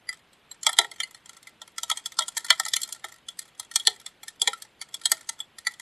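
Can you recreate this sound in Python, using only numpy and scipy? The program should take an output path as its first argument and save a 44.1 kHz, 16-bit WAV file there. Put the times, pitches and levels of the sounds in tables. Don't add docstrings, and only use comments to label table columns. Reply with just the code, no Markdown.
import sys
import numpy as np
from scipy import signal
from scipy.fft import rfft, irfft
from scipy.io import wavfile
from scipy.ndimage import uniform_filter1d

SR = 44100
rng = np.random.default_rng(int(sys.argv[2]) if len(sys.argv) > 2 else 0)


def to_wav(sig):
    pcm = np.clip(np.atleast_2d(sig), -1, 1) * 32767
    pcm = np.round(pcm).astype(np.int16)
    wavfile.write(sys.argv[1], SR, pcm.T)


N = 256220

# pitch_hz, density_db (per Hz)
WASH = [(25, -18), (60, -10.5), (150, -6), (400, -9), (1300, -11.5), (3300, -12.5), (4300, -18),
        (5600, -23), (14000, -25.5)]
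# start_s, splash_db, pitch_hz, level_db, overtone_hz, overtone_db
PINGS = [(0.0895, -30.5, 1993, -29, 4760, -29.5), (0.513, -35.5, 4050, -42, 7560, -39),
         (0.914, -28.5, 2100, -47, 4360, -45), (1.032, -29.5, 2056, -32, 4300, -31.5),
         (1.033, -32.5, 2940, -39, 4710, -37), (1.1454, -36, 1900, -56, 4240, -46),
         (1.4704, -33, 2047, -47, 4320, -56.5), (4.813, -26.5, 2184, -44.5, 4550, -35.5),
         (5.4025, -32.5, 3404, -31, 7630, -36), (5.6675, -16, 1969, -21, 4570, -26)]
# ratio (to its first overtone), level_db, t60_s
OVERTONES = [(1, 1, 0.029), (1.503, -15, 0.038), (2.283, -5.5, 0.03)]
# start_s, splash_db
SPLATS = [(0.127, -31), (0.33, -44.5), (0.96, -39), (1.109, -37), (1.258, -35.5), (1.293, -29.5),
          (1.3312, -39), (1.367, -36), (1.4284, -37.5), (1.616, -29.5), (1.676, -36.5), (2.1202, -31.5),
          (2.463, -28), (2.876, -32), (2.889, -29.5), (2.947, -32.5), (3.047, -26), (3.084, -37),
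          (3.1217, -36), (3.14, -40), (3.425, -40.5), (3.453, -43.5), (3.713, -27), (3.998, -35.5),
          (4.2313, -29), (4.82, -27), (5.014, -33.5), (5.209, -34), (5.39, -36), (5.5835, -27),
          (5.7377, -36.5), (5.797, -28)]
# start_s, splash_db, clank_db, ring_db, ping_db
DROPS = [(0.6305, -18, -55.5, -49.5, -45.5), (0.6653, -4.5, -23, -22.5, -15), (0.6901, -16, -29, -28, -30),
         (0.7285, -19, -42.5, -44.5, -33.5), (0.787, -0.5, -21, -18, -11.5), (0.8123, -26, -34, -30, -38),
         (0.845, -33.5, -40.5, -32, -38), (1.0011, -17.5, -38.5, -29.5, -23),
         (1.7808, -17, -36, -35.5, -35.5), (1.8315, -14.5, -39.5, -48, -31), (1.8983, -11, -26, -32.5, -29),
         (1.9124, -16, -31.5, -32, -19.5), (1.9715, -18, -49, -43.5, -34.5), (2.0578, -16, -45, -47, -29.5),
         (2.1881, -5.5, -22.5, -40, -23.5), (2.206, -26, -36, -38, -29.5), (2.2199, -22.5, -42, -38, -28),
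         (2.2807, -15.5, -43.5, -52.5, -37.5), (2.3673, -12.5, -37, -34.5, -33.5),
         (2.3745, -12, -43.5, -29.5, -40), (2.4447, -21, -42.5, -38.5, -44.5),
         (2.5032, -0.5, -21, -14, -11), (2.5254, -23, -33.5, -30.5, -29.5),
         (2.5975, -9, -26.5, -24.5, -30.5), (2.6507, -17.5, -54, -37, -44), (2.6603, -19.5, -35, -34, -41),
         (2.6822, -15.5, -65, -40.5, -38), (2.7352, -6, -51, -27.5, -21), (2.7586, -18, -52.5, -51, -49),
         (2.7636, -8.5, -40.5, -32.5, -28), (2.816, -17, -78, -57.5, -41), (2.8314, -13, -78, -51.5, -34.5),
         (2.9238, -17, -54.5, -71, -40.5), (3.0412, -28, -36, -32.5, -36), (3.2845, -24, -49, -52, -31.5),
         (3.3898, -17, -58, -41.5, -46), (3.596, -17.5, -44.5, -47.5, -38),
         (3.7577, -2.5, -34.5, -30.5, -21.5), (3.7966, -23, -57, -66.5, -31),
         (3.8711, 0, -33.5, -22.5, -14.5), (4.0615, -21.5, -52.5, -43.5, -36.5),
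         (4.2799, -22, -60.5, -38, -42.5), (4.4166, -7, -47.5, -43.5, -17.5),
         (4.4738, -7, -39, -20.5, -18.5), (4.5305, -23.5, -31, -36.5, -38),
         (4.6198, -23.5, -57.5, -49.5, -45), (4.9414, -19, -54.5, -49.5, -31.5),
         (5.0553, -4, -38.5, -33, -19), (5.1169, -1, -28.5, -23, -29), (5.2899, -13, -40, -36.5, -38.5)]
# splash_db, rise_s
CUSHION = [(-29.5, 0.00033), (-22.5, 0.0012), (0, 0.00029)]
# pitch_hz, level_db
SPLASH = [(300, -37.5), (900, -12.5), (2700, -11), (3200, -5), (4300, 4), (5800, 1.5), (6900, 3.5),
          (7350, 9), (8300, 8), (9300, 3), (10800, 3), (12900, -11)]
# pitch_hz, level_db, t60_s (before the limit on ringing)
CASING = [(642, -10.5, 0.081), (765, 0, 0.045), (873.7, 2.5, 0.045), (955.3, -2.5, 0.059), (1020, 9, 0.014),
          (1302, -3, 0.052), (1346, 9.5, 0.053), (1847, 9, 0.041), (1977, 7.5, 0.027), (2061, 3, 0.057),
          (2258, 6, 0.023), (2340, -5.5, 0.052), (3101, 1.5, 0.04), (3264.5, 6, 0.053), (3375.5, 7, 0.045),
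          (3644, 2.5, 0.05), (3912, -1, 0.073), (4238, -1, 0.043), (4887, 2, 0.024), (5580, 0, 0.028),
          (6430, 2, 0.026), (7325, -0.5, 0.03)]
FAMILY_EDGES_HZ = [1550, 2800, 4100]
# start_s, level_db, pitch_ratio (to the lid's modes)
THUDS = [(0.788, -28.5, .97), (0.848, -44.5, 1.12), (3.043, -47.5, .95), (3.875, -34, 1.02),
         (4.419, -42, 1.1), (4.476, -31, 1.14), (5.118, -42.5, .92)]
# pitch_hz, level_db, t60_s
LID = [(377.3, 2, 0.075), (449.4, 1.5, 0.075), (714, 7, 0.1), (861, 9, 0.053)]
# pitch_hz, t60_s
SHELTER = [(300, 0.46), (1000, 0.21), (8000, 0.11)]

WASH_DB = -60.5
LONGEST_RING_CYCLES = 270
DROP_S, STRIKE_S = .15, .01
SPRAY_FADE_DB_PER_S = 97.5
EDGE_HZ = 13350


def gain_of(db):
    return 10 ** (np.asarray(db) / 20)


def evened(x):
    return x / np.sqrt(np.mean(x ** 2) + 1e-20)


def struck(x):
    first = x[..., :round(STRIKE_S * SR)]
    return x / np.sqrt(np.mean(first ** 2) + 1e-20)


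def decay(t, t60):
    return np.exp(-np.log(1000) * t / t60)


def drop_time():
    return np.arange(round(DROP_S * SR)) / SR


def read(points, hz):
    f, value = np.transpose(points)
    return np.interp(np.log(hz + 1), np.log(f + 1), value)


def add(mix, s, sound):
    part = mix[max(round(s * SR), 0):][:len(sound)]
    part += sound[:len(part)]


def coloured(x, points, tilt_db, uneven_db, size=512):
    hz = abs(np.fft.fftfreq(size, 1 / SR))
    knots = np.linspace(0, SR / 2, num=size // 10)
    humps = np.interp(hz, knots, rng.standard_normal(len(knots)))
    treble_octaves = np.log2(np.maximum(hz / FAMILY_EDGES_HZ[-1], 1))
    db = read(points, hz) + tilt_db * treble_octaves + uneven_db * humps
    response = np.exp(np.conj(signal.hilbert(np.log(gain_of(db)))))
    taps = np.fft.ifft(response).real
    return signal.oaconvolve(x, taps)[:len(x)]


def yard():
    spectrum = rfft(rng.standard_normal(N))
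    wash = irfft(spectrum * gain_of(read(WASH, np.fft.rfftfreq(N, 1 / SR))), N)
    return gain_of(WASH_DB) * evened(wash)


def slat(splash_db, hz, db, overtone_hz, overtone_db, ring_cycles=95, rise_s=0.00144, linger=0.115):
    t = drop_time()
    fade = decay(t * hz, ring_cycles) + linger * decay(t * hz, LONGEST_RING_CYCLES)
    low = np.sin(2 * np.pi * hz * t) * fade
    high = np.zeros(len(t))
    for ratio, level, t60 in OVERTONES:
        high += gain_of(level) * np.sin(2 * np.pi * overtone_hz * ratio * t) * decay(t, t60)
    slow_noise = signal.sosfilt(signal.butter(4, 250, fs=SR, output="sos"), rng.standard_normal(len(t)))
    rough = 1 + .3 * evened(slow_noise)
    shape = rough * (1 - np.exp(-t / rise_s)) ** 2
    ping = gain_of(db) * struck(low * shape) + gain_of(overtone_db) * struck(high * shape)
    return droplet(splash_db) + ping


def droplet(db, clank_db=-21, ring_db=-18, ping_db=-18, spread_db=3):
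    a, b, c = spread_db * rng.standard_normal(3)
    return drop(db, db + clank_db + a, db + ring_db + b, db + ping_db + c)


def drop(splash_db, clank_db, ring_db, ping_db,
         metal_db=-3, water_db=-15, tink_db=-19, neutral_db=-30, dulling=0.26):
    t = drop_time()
    families_db = [clank_db + metal_db, ring_db + metal_db, ping_db + metal_db, splash_db + tink_db]
    metal = casing(t, families_db)
    bright_db = dulling * (neutral_db - ping_db) + rng.standard_normal()
    sound = metal + gain_of(splash_db + water_db) * splash(t, splash_db, bright_db)
    cushion_s = np.interp(splash_db, *np.transpose(CUSHION))
    softened = sound * (1 - np.exp(-t / cushion_s)) ** 2
    return softened * np.linalg.norm(sound) / np.linalg.norm(softened)


def splash(t, size_db, bright_db, slap_db=9, slap_growth=1.0, fizz_s=0.0042, lumpy_db=5, lump_s=0.0016,
           collapse_s=.004, collapse=.9, bounce=.6, bounce_s=.0012):
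    slap_s, rise_s = .0012, .0006
    lumps = np.interp(t / lump_s, np.arange(64), rng.standard_normal(64))
    slap = gain_of(slap_db + slap_growth * size_db) * np.exp(-t / slap_s)
    second_size = collapse * rng.random()
    second_s = collapse_s * (.5 + rng.random())
    second = second_size * np.exp(-abs(t - second_s) / rise_s)
    fizz = gain_of(lumpy_db * lumps) * np.exp(-t / fizz_s)
    shape = (slap + second + fizz) * (1 - np.exp(-t / rise_s))
    burst = rng.standard_normal(len(t)) * shape
    delay_s = bounce_s * (.5 + rng.random())
    burst = burst + bounce * np.roll(burst, round(delay_s * SR))
    return struck(coloured(burst, SPLASH, bright_db, uneven_db=5.2))


def casing(t, family_db, narrowing_per_octave=4):
    modes = ringing(t, CASING)
    hz, db = np.transpose(CASING)[:2]
    family = np.digitize(hz, FAMILY_EDGES_HZ)
    lower_db = family_db[:-1]
    leads_db = np.append(np.maximum(lower_db - np.median(lower_db), 0), 0)
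    out = np.zeros(len(t))
    for k, (level, lead) in enumerate(zip(family_db, leads_db)):
        own = family == k
        strongest_hz = hz[own][np.argmax(db[own])]
        octaves = abs(np.log2(hz[own] / strongest_hz))
        shares = gain_of(-narrowing_per_octave * lead * octaves)
        out += gain_of(level) * struck(shares @ modes[own])
    return out


def ringing(t, table, rise_cycles=1.98, uneven_db=5.0, wet=0.02):
    hz, db, t60 = np.transpose(table)[:, :, None]
    share, sign, shift = rng.standard_normal((3, len(hz), 1))
    ring_s = np.minimum(t60, LONGEST_RING_CYCLES / hz)
    fade = np.exp(np.float32(-np.log(1000) / ring_s * t))
    size = np.sign(sign) * gain_of(db + uneven_db * share) * fade
    tone = np.sin(np.float32(2 * np.pi * hz * (1 + wet * shift) * t))
    build_up = (1 - np.exp(np.float32(-t * hz / rise_cycles))) ** 2
    return size * tone * build_up


def lid_thud(db, pitch):
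    modes = ringing(drop_time(), np.array(LID) * [pitch, 1, 1], rise_cycles=1.2, uneven_db=1)
    return gain_of(db) * struck(modes.sum(0))


def single_drops():
    out = np.zeros(N)
    for table, source in [(PINGS, slat), (SPLATS, droplet), (DROPS, drop), (THUDS, lid_thud)]:
        for s, *strike in table:
            add(out, s, source(*strike))
    return out


def landings():
    return np.array(sorted(tuple(row[:2]) for row in DROPS + PINGS + SPLATS))


def spray(count=260, flight_s=.026, splash_db=-40.5, follows=0.22, spread_db=3.0):
    out = np.zeros(N)
    times, sizes_db = landings().T
    thrown = gain_of(sizes_db) ** .55
    parent = np.searchsorted(np.cumsum(thrown) / thrown.sum(), (np.arange(count) + .5) / count)
    flights = flight_s * rng.gamma(2, 1, count)
    levels_db = splash_db + follows * (sizes_db[parent] - sizes_db.mean()) - SPRAY_FADE_DB_PER_S * flights
    levels_db = levels_db + spread_db * rng.standard_normal(count)
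    for s, db in zip(times[parent] + flights, levels_db):
        add(out, s, droplet(db))
    return out


def mist(mist_db=-44, fade_s=0.02, specks_per_s=3000, spread_db=2, bright_db=-6.0):
    thrown = np.zeros(N)
    for s, splash_db in landings():
        add(thrown, s, gain_of([splash_db]))
    airborne = signal.lfilter([1], [1, -np.exp(-1 / (fade_s * SR))], thrown)
    hits = rng.random(N) < specks_per_s / SR
    specks = hits * gain_of(spread_db * rng.standard_normal(N)) * rng.choice([-1, 1], N)
    crackle = evened(coloured(specks, SPLASH, bright_db, uneven_db=0))
    return gain_of(mist_db) * np.sqrt(airborne) * crackle


def drizzle(count=10, splash_db=-46, spread_db=4):
    out = np.zeros(N)
    for k, (when, size) in enumerate(rng.random((count, 2))):
        s = (k + when) / count * N / SR
        add(out, s, droplet(splash_db + spread_db * (2 * size - 1)))
    return out


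def blurred(x, ahead_s=.0195, double_db=-29, swell_db=-19, swell_s=0.0069):
    before = np.arange(round(ahead_s * SR), 0, -1) / SR
    swell = rng.standard_normal(len(before)) * np.exp(-before / swell_s)
    lead = gain_of(swell_db) * swell / np.linalg.norm(swell)
    lead[0] += gain_of(double_db)
    return signal.oaconvolve(x, np.append(lead, 1))[len(lead):][:N]


def echoes(first_s=0.0066, echoes_per_s=1200):
    taps = rng.standard_normal(SR // 2) * (rng.random(SR // 2) < echoes_per_s / SR)
    hz, t, z = signal.stft(taps, SR, nperseg=256)
    fade = gain_of(-60 * t / read(SHELTER, hz)[:, None])
    tail = signal.istft(z * fade, SR, nperseg=256)[1]
    tail_s = np.arange(len(tail)) / SR
    tail = tail * (1 - np.exp(-(tail_s / first_s) ** 2))
    return tail / np.linalg.norm(tail)


def shelter(x, count=5):
    starts_s = np.sort([row[0] for row in DROPS])
    spot = np.searchsorted(starts_s, np.arange(N) / SR) % count
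    out = np.zeros(N)
    for k in range(count):
        turn = uniform_filter1d(1. * (spot == k), size=64)
        out += signal.fftconvolve(x * turn, echoes())[:N]
    return out


def scene(shelter_db=-21.5):
    near = blurred(single_drops() + spray() + drizzle())
    mix = near + gain_of(shelter_db) * shelter(near) + yard() + mist()
    return np.tile(mix, (2, 1))


def suppressor(x, threshold_db=-95, size=1024):
    z = signal.stft(x, nperseg=size)[2]
    power = uniform_filter1d((abs(z) ** 2).mean(0), size=9, axis=0)
    gain = power / (power + gain_of(threshold_db) ** 2)
    return signal.istft(z * gain, nperseg=size)[1][:, :N]


def ports(x):
    hz = np.fft.rfftfreq(N, 1 / SR)
    phase = np.interp(hz, [3900, 4800], [0, .33]) * np.sin(2 * np.pi * hz / 480)
    return irfft(rfft(x) * np.exp(1j * np.outer([1, -1], phase)), N)


def record(dry, ceiling=1.05):
    x = ports(np.clip(suppressor(dry), -ceiling, ceiling))
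    limit = signal.firwin(255, EDGE_HZ, window=("kaiser", 7), fs=SR)
    return signal.oaconvolve(x, limit[None], "same", axes=1)


dry = scene()
out = record(dry)
to_wav(out)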